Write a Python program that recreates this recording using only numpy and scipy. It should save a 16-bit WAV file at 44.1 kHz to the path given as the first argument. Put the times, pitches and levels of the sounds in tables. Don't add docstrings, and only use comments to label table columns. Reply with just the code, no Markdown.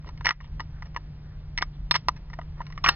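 import sys
import numpy as np
from scipy import signal
from scipy.fft import rfft, irfft
from scipy.io import wavfile

SR = 44100
rng = np.random.default_rng(int(sys.argv[2]) if len(sys.argv) > 2 else 0)


def output_pcm(signal):
    pcm = np.clip(np.atleast_2d(signal).T, -1, 1) * 32767
    wavfile.write(sys.argv[1], SR, np.round(pcm).astype(np.int16))


N = 130095
HIT_S = 0.01


def amp(db):
    return 10 ** (np.asarray(db) / 20)


def evened(x):
    return x / np.sqrt(np.mean(x ** 2) + 1e-20)


def read(points, hz):
    f, value = np.transpose(points)
    return np.interp(np.log(hz + 1), np.log(f + 1), value)


def add(mix, s, sound):
    part = mix[max(round(s * SR), 0):][:len(sound)]
    part += sound[:len(part)]


def noise(points):
    hz = np.fft.rfftfreq(N, 1 / SR)
    spectrum = rfft(rng.standard_normal(N)) * amp(read(points, hz))
    return evened(irfft(spectrum, N))


def drift(rate_hz):
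    hz = np.fft.rfftfreq(N, 1 / SR)
    spectrum = rfft(rng.standard_normal(N)) * np.exp(-(hz / rate_hz) ** 2)
    return evened(irfft(spectrum, N))


def low_pass(x, hz, size):
    taps = signal.firwin(size, hz, window=("kaiser", 8), fs=SR)
    return np.apply_along_axis(signal.oaconvolve, -1, x, taps, "same")


# bass, near 1 kHz, middle and treble.
BAND_EDGES = [250, 600, 1450, 2800, 5800]


def voiced(x, length, db, bass_db, middle_db, treble_db, size=8192):
    z, hz = rfft(x, size), np.fft.rfftfreq(size, 1 / SR)
    bands = list(zip(BAND_EDGES, BAND_EDGES[1:]))
    centres = np.mean(bands, 1)
    wanted = db + np.array([bass_db, 0, middle_db, treble_db])
    gains = np.zeros(len(bands))
    for _ in range(2):
        shaped = z * amp(read(list(zip(centres, gains)), hz))
        power = abs(shaped) ** 2 * 2 / (size * length * SR)
        levels = [10 * np.log10(power[(hz > lo) & (hz < hi)].sum() + 1e-20) for lo, hi in bands]
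        gains = gains + wanted - levels
    cepstrum = irfft(np.log(amp(read(list(zip(centres, gains)), hz))))
    cepstrum[1:size // 2] *= 2
    cepstrum[size // 2:] = 0
    return irfft(z * np.exp(rfft(cepstrum)))


def pressed(t, db_per_ms):
    return amp(-max(db_per_ms, 0) * t * 1000)


# time in seconds, pitch in Hz.
CAVITY_HZ = [(0, 962), (2.62, 975.6), (2.76, 1159)]
# pitch in Hz, strength in dB relative to the other tones, time to fade by 60 dB in seconds.
CAN_MODES = [(770, -15, .04), (1218, -2.5, 0.057), (1360, -9.5, 0.068), (1745, -7, .05), (1887, -3, 0.046),
             (2063, -5.5, 0.039), (2230, -9.5, 0.061), (2890, -7.5, 0.045), (3694, -9, 0.039),
             (4480, -10.5, 0.057), (5250, -7, 0.099), (5637, 3.5, 0.015)]
CAVITY_DB, CAVITY_T60_S = 2, 0.038
MODE_SPREAD_DB = 3
SHEET_DB, SHEET_T60_S = 3.5, 0.014
TAIL_DB, TAIL_T60_S = -23, 0.1


def can_ring(s, damping=0, size=5000):
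    t = np.arange(size) / SR
    cavity = (np.interp(s, *np.transpose(CAVITY_HZ)), CAVITY_DB, CAVITY_T60_S)
    modes = np.zeros(size)
    for hz, db, t60 in [cavity, *CAN_MODES]:
        fade = amp(db + MODE_SPREAD_DB * rng.standard_normal() - 60 * t / t60)
        modes += fade * rng.choice([-1, 1]) * np.sin(2 * np.pi * hz * t)
    clatter = evened(low_pass(rng.standard_normal(size), 8000, size=31))
    sheet = clatter * amp(SHEET_DB - 60 * t / SHEET_T60_S)
    tail = clatter * amp(TAIL_DB - 60 * t / TAIL_T60_S)
    return (modes + sheet) * pressed(t, damping) + tail


# start in seconds, base level near 1 kHz in dB, middle and treble in dB relative to that,
# low, middle and high pitch in Hz at full swing, time to full swing in seconds.
POPS = [ (0.257, -32, 4.5, 3.5, 1024, 2030, 4470, 0.00071),
        (0.2676, -28.5, 7.5, -2.5, 1070, 1878, 2790, 0.00068),
        (.2738, -40.5, 4.5, -2, 1250, 1920, 2920, .0006),
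        (0.2907, -32.5, 6.5, 1.5, 1170, 1700, 5200, .0008), (0.3076, -28, 5, -7, 1020, 1990, 2740, 0.001),
        (.597, -35, -6.5, -18.5, 1006, 1910, 3030, 0.0013),
        (0.6043, -36.5, -7.5, -18, 987, 2020, 3420, 0.0039),
        (0.9629, -31.5, -4, -15, 1067, 1876, 2820, 0.0012), (.97, -35, -6, -14, 986, 1780, 2850, 0.0028),
        (1.6242, -24, -3, -9.5, 1090, 1570, 3330, 0.00096), (1.911, -26.5, 4, 6, 914, 1820, 3480, 0.0011),
        (1.9134, -25.5, -5.5, 3.5, 1007, 2520, 4390, 0.003),
        (2.085, -18.5, -10.5, -9.5, 1006, 1930, 2620, 0.0013),
        (2.0902, -25.5, -15, -16, 1174, 1880, 4170, .0013),
        (2.3879, -34.5, -14.5, -26, 696, 1520, 3090, 0.0027), (2.39, -38, -11, -26, 990, 2020, 2810, 0.003),
        (2.605, -35, -13.5, -23, 967, 1766, 2950, 0.0039),
        (2.8422, -25.5, -5.5, -5.5, 1097, 2510, 3320, 0.003),
        (2.8511, -30, -16, -3, 1140, 2310, 3030, 0.00084), (2.861, -23, 0.5, -7, 1356, 2355, 3200, 0.0016),
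        (2.8654, -25.5, 0.5, -11, 1150, 1540, 4600, 0.0024),
        (2.8858, -21, -2, -8.5, 1405, 1732, 4370, 0.0013), (2.8888, -28, 7.5, 7, 963, 2775, 3080, 0.0024),
        (2.8904, -20.5, -1.5, -2.5, 970, 1664, 3850, 0.0024)]
SWING_SHAPE, SAG_OCTAVES_PER_S = 1.4, 9
FLIP_DB, POP_CAN_DB = -6, -5
POP_TOP_DB = -3.5
POP_DAMPING, POP_BASS_DB = 0.61, -16.5


def pops():
    out = np.zeros(N)
    for s, db, middle_db, treble_db, *pitches, swing_s in POPS:
        ring = can_ring(s, POP_DAMPING)
        t = np.arange(len(ring)) / SR
        swing = (t / swing_s * np.exp(1 - t / swing_s)) ** SWING_SHAPE
        phase = 2 * np.pi * np.cumsum(2 ** (-SAG_OCTAVES_PER_S * (t - swing_s))) / SR
        pitch_db = [0, middle_db, treble_db + POP_TOP_DB]
        flip = swing * sum(amp(level) * np.sin(hz * phase) for hz, level in zip(pitches, pitch_db))
        low_pitch_rms = np.sqrt(np.sum(swing ** 2) / (2 * HIT_S * SR))
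        add(out, s, amp(db + FLIP_DB) * flip / low_pitch_rms)
        ring = voiced(ring, HIT_S, db + POP_CAN_DB, POP_BASS_DB, middle_db, treble_db - POP_TOP_DB)
        add(out, s, ring)
    return out


# start in seconds, level near 1 kHz in dB, middle and treble in dB relative to that,
# pitch of the buckling patch in Hz, thumb damping in dB per millisecond (below zero means none).
SNAPS = [ (.046, -51.5, -8.5, -24, 1050, 9), (0.076, -52.5, 1, -4.5, 1940, -1.5),
         (0.09, -43, -9, -8, 973, -0.5), (.176, -59.5, 5.5, 3, 980, 0), (0.21, -41.5, -3, -12.5, 1020, 0),
         (.2495, -41.5, 9.5, -2, 2050, 0), (.281, -44, 6, 0, 1950, 4), (0.285, -40.5, 1.5, -1, 1400, 3.5),
         (0.2885, -38, 5, -3.5, 1900, 3.5), (.3, -39.5, 6.5, -8.5, 1908, -3.5),
         (.3172, -48, 6, -9.5, 2000, 4), (.404, -54.5, 6.5, -10.5, 1870, -0.5),
         (0.409, -49, -5.5, -10.5, 1100, -2), (0.444, -56, -0.5, -3.5, 910, 0),
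         (.6035, -37.5, 2.5, -3.5, 1840, 0), (0.8232, -43, 1, -9.5, 2000, 0.5),
         (.829, -48.5, -3.5, -11.5, 1000, 10), (0.9466, -50.5, -2, -6, 1110, -4.5),
         (1.5773, -41.5, 14, 13, 2010, 1.5), (1.5851, -38, 11, 4.5, 1995, 0.3),
         (1.6199, -40.5, 5.5, 6, 2300, 3), (1.9429, -33.5, 5.5, 1.5, 1970, 1),
         (1.9506, -30.5, -3, 0.5, 940, 0), (1.954, -30, -0.5, 0.5, 1790, 1.5),
         (1.9575, -32, 3.5, 2, 1823, 2.5), (1.961, -29.5, -1.5, 3, 987, 7.5),
         (1.9638, -32, -2.5, 1, 1096, 3.5), (2.3, -52, 0, -5.5, 2010, -0.5),
         (2.332, -49.5, 4.5, -8.5, 1877, 3.5), (2.337, -46, 3, -6, 1845, 0.2),
         (2.414, -46.5, -3, -11, 1900, .4), (2.616, -40, -6.5, -16, 983, 1.5),
         (2.667, -54, 4.5, 4, 2240, -1), (2.702, -49, -5, -9, 1000, -6), (2.724, -54.5, 8, 1, 2000, 1.5),
         (2.7773, -37, -4, -11, 1150, -1.5), (2.8488, -36.5, 3, -2.5, 1200, 3),
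         (2.878, -27, 2, -6, 1950, 2)]
PATCH_DB, PATCH_T60_S = 8.5, 0.027
SNAP_BASS_DB = -18


def snaps():
    out = np.zeros(N)
    for s, db, middle_db, treble_db, hz, damping in SNAPS:
        ring = can_ring(s, damping)
        t = np.arange(len(ring)) / SR
        fade = amp(PATCH_DB - 60 * t / PATCH_T60_S) * pressed(t, damping)
        patch = fade * np.sin(2 * np.pi * hz * t)
        add(out, s, voiced(ring + patch, HIT_S, db, SNAP_BASS_DB, middle_db, treble_db))
    return out


# start in seconds, length in seconds, level near 1 kHz in dB,
# then bass, middle and treble in dB relative to that.
SCRAPES = [(.06, 0.033, -54.5, 1, -5.5, -4.5), (0.246, 0.016, -40, -8.5, 7.5, 4),
           (0.267, 0.02, -43.5, -12, 6.5, 2.5), (0.317, 0.0093, -47, -20, -4, -3),
           (0.856, 0.016, -54, -13, -5, -5.5), (1.61, 0.0068, -42.5, -4, 7, -10),
           (1.9394, 0.014, -35.5, -20.5, 3.5, 2.5), (1.952, 0.013, -34, -21, 3.5, 4),
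           (2.162, 0.014, -56.5, -13, 5, 0.5), (2.572, 0.054, -54, -9.5, -5.5, -21.5),
           (2.839, 0.018, -30.5, -37, 2, -1), (2.866, 0.013, -28.5, -22, 1, -2.5)]
SLIPS_PER_S, SLIP_SPREAD_DB = 1400, 4
SCRAPE_DAMPING = 0.83


def scrapes():
    out = np.zeros(N)
    for s, length, *levels in SCRAPES:
        count = max(round(length * SR), 2)
        happens = rng.random(count) < SLIPS_PER_S / SR
        strength = amp(SLIP_SPREAD_DB * rng.standard_normal(count))
        slips = happens * strength * rng.choice([-1, 1], count)
        slips[0] = 1
        ringing = signal.fftconvolve(slips, can_ring(s, SCRAPE_DAMPING))
        add(out, s, voiced(ringing, length, *levels))
    return out


# start in seconds, end in seconds.
FLEXING = [(.02, .11), (0.409, .48), (.82, .88), (2.389, 2.44), (2.571, 2.8)]
CRACKLE_PER_S, CRACKLE_DB, CRACKLE_SPREAD_DB = 130, -66, 4.5


def crackle():
    out = np.zeros(N)
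    for start, end in FLEXING:
        count = max(round((end - start) * CRACKLE_PER_S), 0)
        for s in rng.uniform(start, end, count):
            ring = can_ring(s)
            level = amp(CRACKLE_DB + CRACKLE_SPREAD_DB * rng.uniform(-0.93, 1))
            add(out, s, ring / np.sqrt(np.sum(ring ** 2) / (HIT_S * SR)) * level)
    return out


# start in seconds, length in seconds, level in dB before the swell, centre pitch in Hz.
RUBS = [(0.419, .06, -59.5, 2900), (0.709, .11, -61.5, 1500), (1.221, 0.18, -62, 1500),
        (1.73, 0.045, -65, 3300), (2.558, 0.22, -67, 1700)]
RUB_GRAIN_DB, RUB_WIDTH_OCTAVES = 3, 0.34


def rubs():
    out, hz = np.zeros(N), np.fft.rfftfreq(N, 1 / SR)
    for s, length, db, centre_hz in RUBS:
        grains = rng.standard_normal(N) * amp(RUB_GRAIN_DB * drift(150))
        octaves = np.log2((hz + 1) / centre_hz)
        band = np.exp(-.5 * (octaves / RUB_WIDTH_OCTAVES) ** 2)
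        rub = evened(irfft(rfft(grains) * band, N))
        count = max(round(length * SR), 2)
        swell = np.sin(np.linspace(0, np.pi, count))
        add(out, s, amp(db) * rub[:count] * swell)
    return out


# pitch in Hz, starting peak level in dB, time to fade by 60 dB in seconds.
DISC_MODES = [(809, -41, 0.4), (936, -33, 0.12), (950, -49, .08), (1195, -33.5, 0.15), (1410, -33, 0.13),
              (1830, -32, 0.18), (2560, -52, 0.087), (3090, -35, .1), (3840, -40, 0.11), (4000, -33, 0.087),
              (4320, -39, 0.33)]
FREED_S = 2.890
SHIMMER_DB, SHIMMER_T60_S = -28.5, 0.23


def freed_disc():
    out, t = np.zeros(N), np.arange(SR // 4) / SR
    ring = np.zeros(len(t))
    for hz, db, t60 in DISC_MODES:
        ring += amp(db - 60 * t / t60) * np.sin(2 * np.pi * (hz * t + rng.random()))
    shimmer = rng.standard_normal(len(t)) * amp(SHIMMER_DB - 60 * t / SHIMMER_T60_S)
    add(out, FREED_S, ring + shimmer)
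    return out


ECHO_DB, ECHO_T60_S = -32.5, 0.22


def echo(x):
    t = np.arange(SR // 2) / SR
    tail = rng.standard_normal(len(t)) * amp(-60 * t / ECHO_T60_S)
    return amp(ECHO_DB) * signal.fftconvolve(x, tail / np.linalg.norm(tail))[:N]


# pitch in Hz, relative strength in dB per Hz.
RUMBLE = [(10, -14.5), (24, -1.5), (44, 0.5), (56, -7.5), (70, -1.5), (96, -10.5), (112, -11.5), (130, -11),
          (175, -14), (200, -22), (300, -33.5), (600, -72.5)]
# average pitch in Hz, level in dB before the swells below.
HUM = [(44, -51), (113, -59), (150, -46.5)]
# pitch in Hz, relative strength in dB per Hz.
AIR = [(100, -5), (250, 1), (450, -4), (800, -6), (1300, -10), (1900, -11.5), (2400, -14), (4000, -17.5),
       (5700, -16.5)]
# time in seconds, gain in dB.
BACKGROUND = [(0, 2), (0.259, 2.5), (.33, -9), (.4, -3.5), (0.521, 2.5), (1.601, 1.5), (2.2, 2), (2.9, 2.5)]
RUMBLE_DB, RUMBLE_SWELL_DB, AIR_DB = -39.5, 1, -58
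HUM_WANDER_HZ, HUM_SWELL_DB = 1.194, 1.5


def background():
    hum = np.zeros(N)
    for hz, db in HUM:
        level = amp(db + HUM_SWELL_DB * drift(7)) * np.sqrt(2)
        phase = 2 * np.pi * np.cumsum(hz + HUM_WANDER_HZ * drift(2.8)) / SR
        hum += level * np.sin(phase)
    rumble = amp(RUMBLE_DB + RUMBLE_SWELL_DB * drift(2.1)) * noise(RUMBLE)
    hiss = amp(AIR_DB) * noise(AIR)
    gain = amp(np.interp(np.arange(N) / SR, *np.transpose(BACKGROUND)))
    return (hum + rumble + hiss) * gain


def scene():
    dents = pops() + pops()
    can = dents + snaps() + scrapes() + crackle() + rubs() + freed_disc()
    return np.tile(can + echo(can) + background(), (2, 1))


CLIP_LEVEL = 0.58
MIC_EDGE_HZ, EDGE_HZ = 5680, 15700
MIC_FALL_DB_PER_KHZ, MIC_SKIRT_DB, MIC_SKIRT_DB_PER_KHZ = 67.5, -12, 16
LEFT_LAG_S = 83e-6


def record(dry):
    hz = np.fft.rfftfreq(N, 1 / SR)
    over_khz = np.maximum(hz - MIC_EDGE_HZ, 0) / 1000
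    fall = amp(-MIC_FALL_DB_PER_KHZ * over_khz)
    skirt = amp(MIC_SKIRT_DB - MIC_SKIRT_DB_PER_KHZ * over_khz)
    narrow = irfft(rfft(dry) * np.maximum(fall, skirt), N)
    clipped = narrow / (4 + (narrow / CLIP_LEVEL) ** 10) ** (1 / 10)
    late = irfft(rfft(clipped[0]) * np.exp(-2j * np.pi * hz * LEFT_LAG_S), N)
    return low_pass(np.array([late, clipped[1]]), EDGE_HZ, size=511)


dry = scene()
out = record(dry)
output_pcm(out)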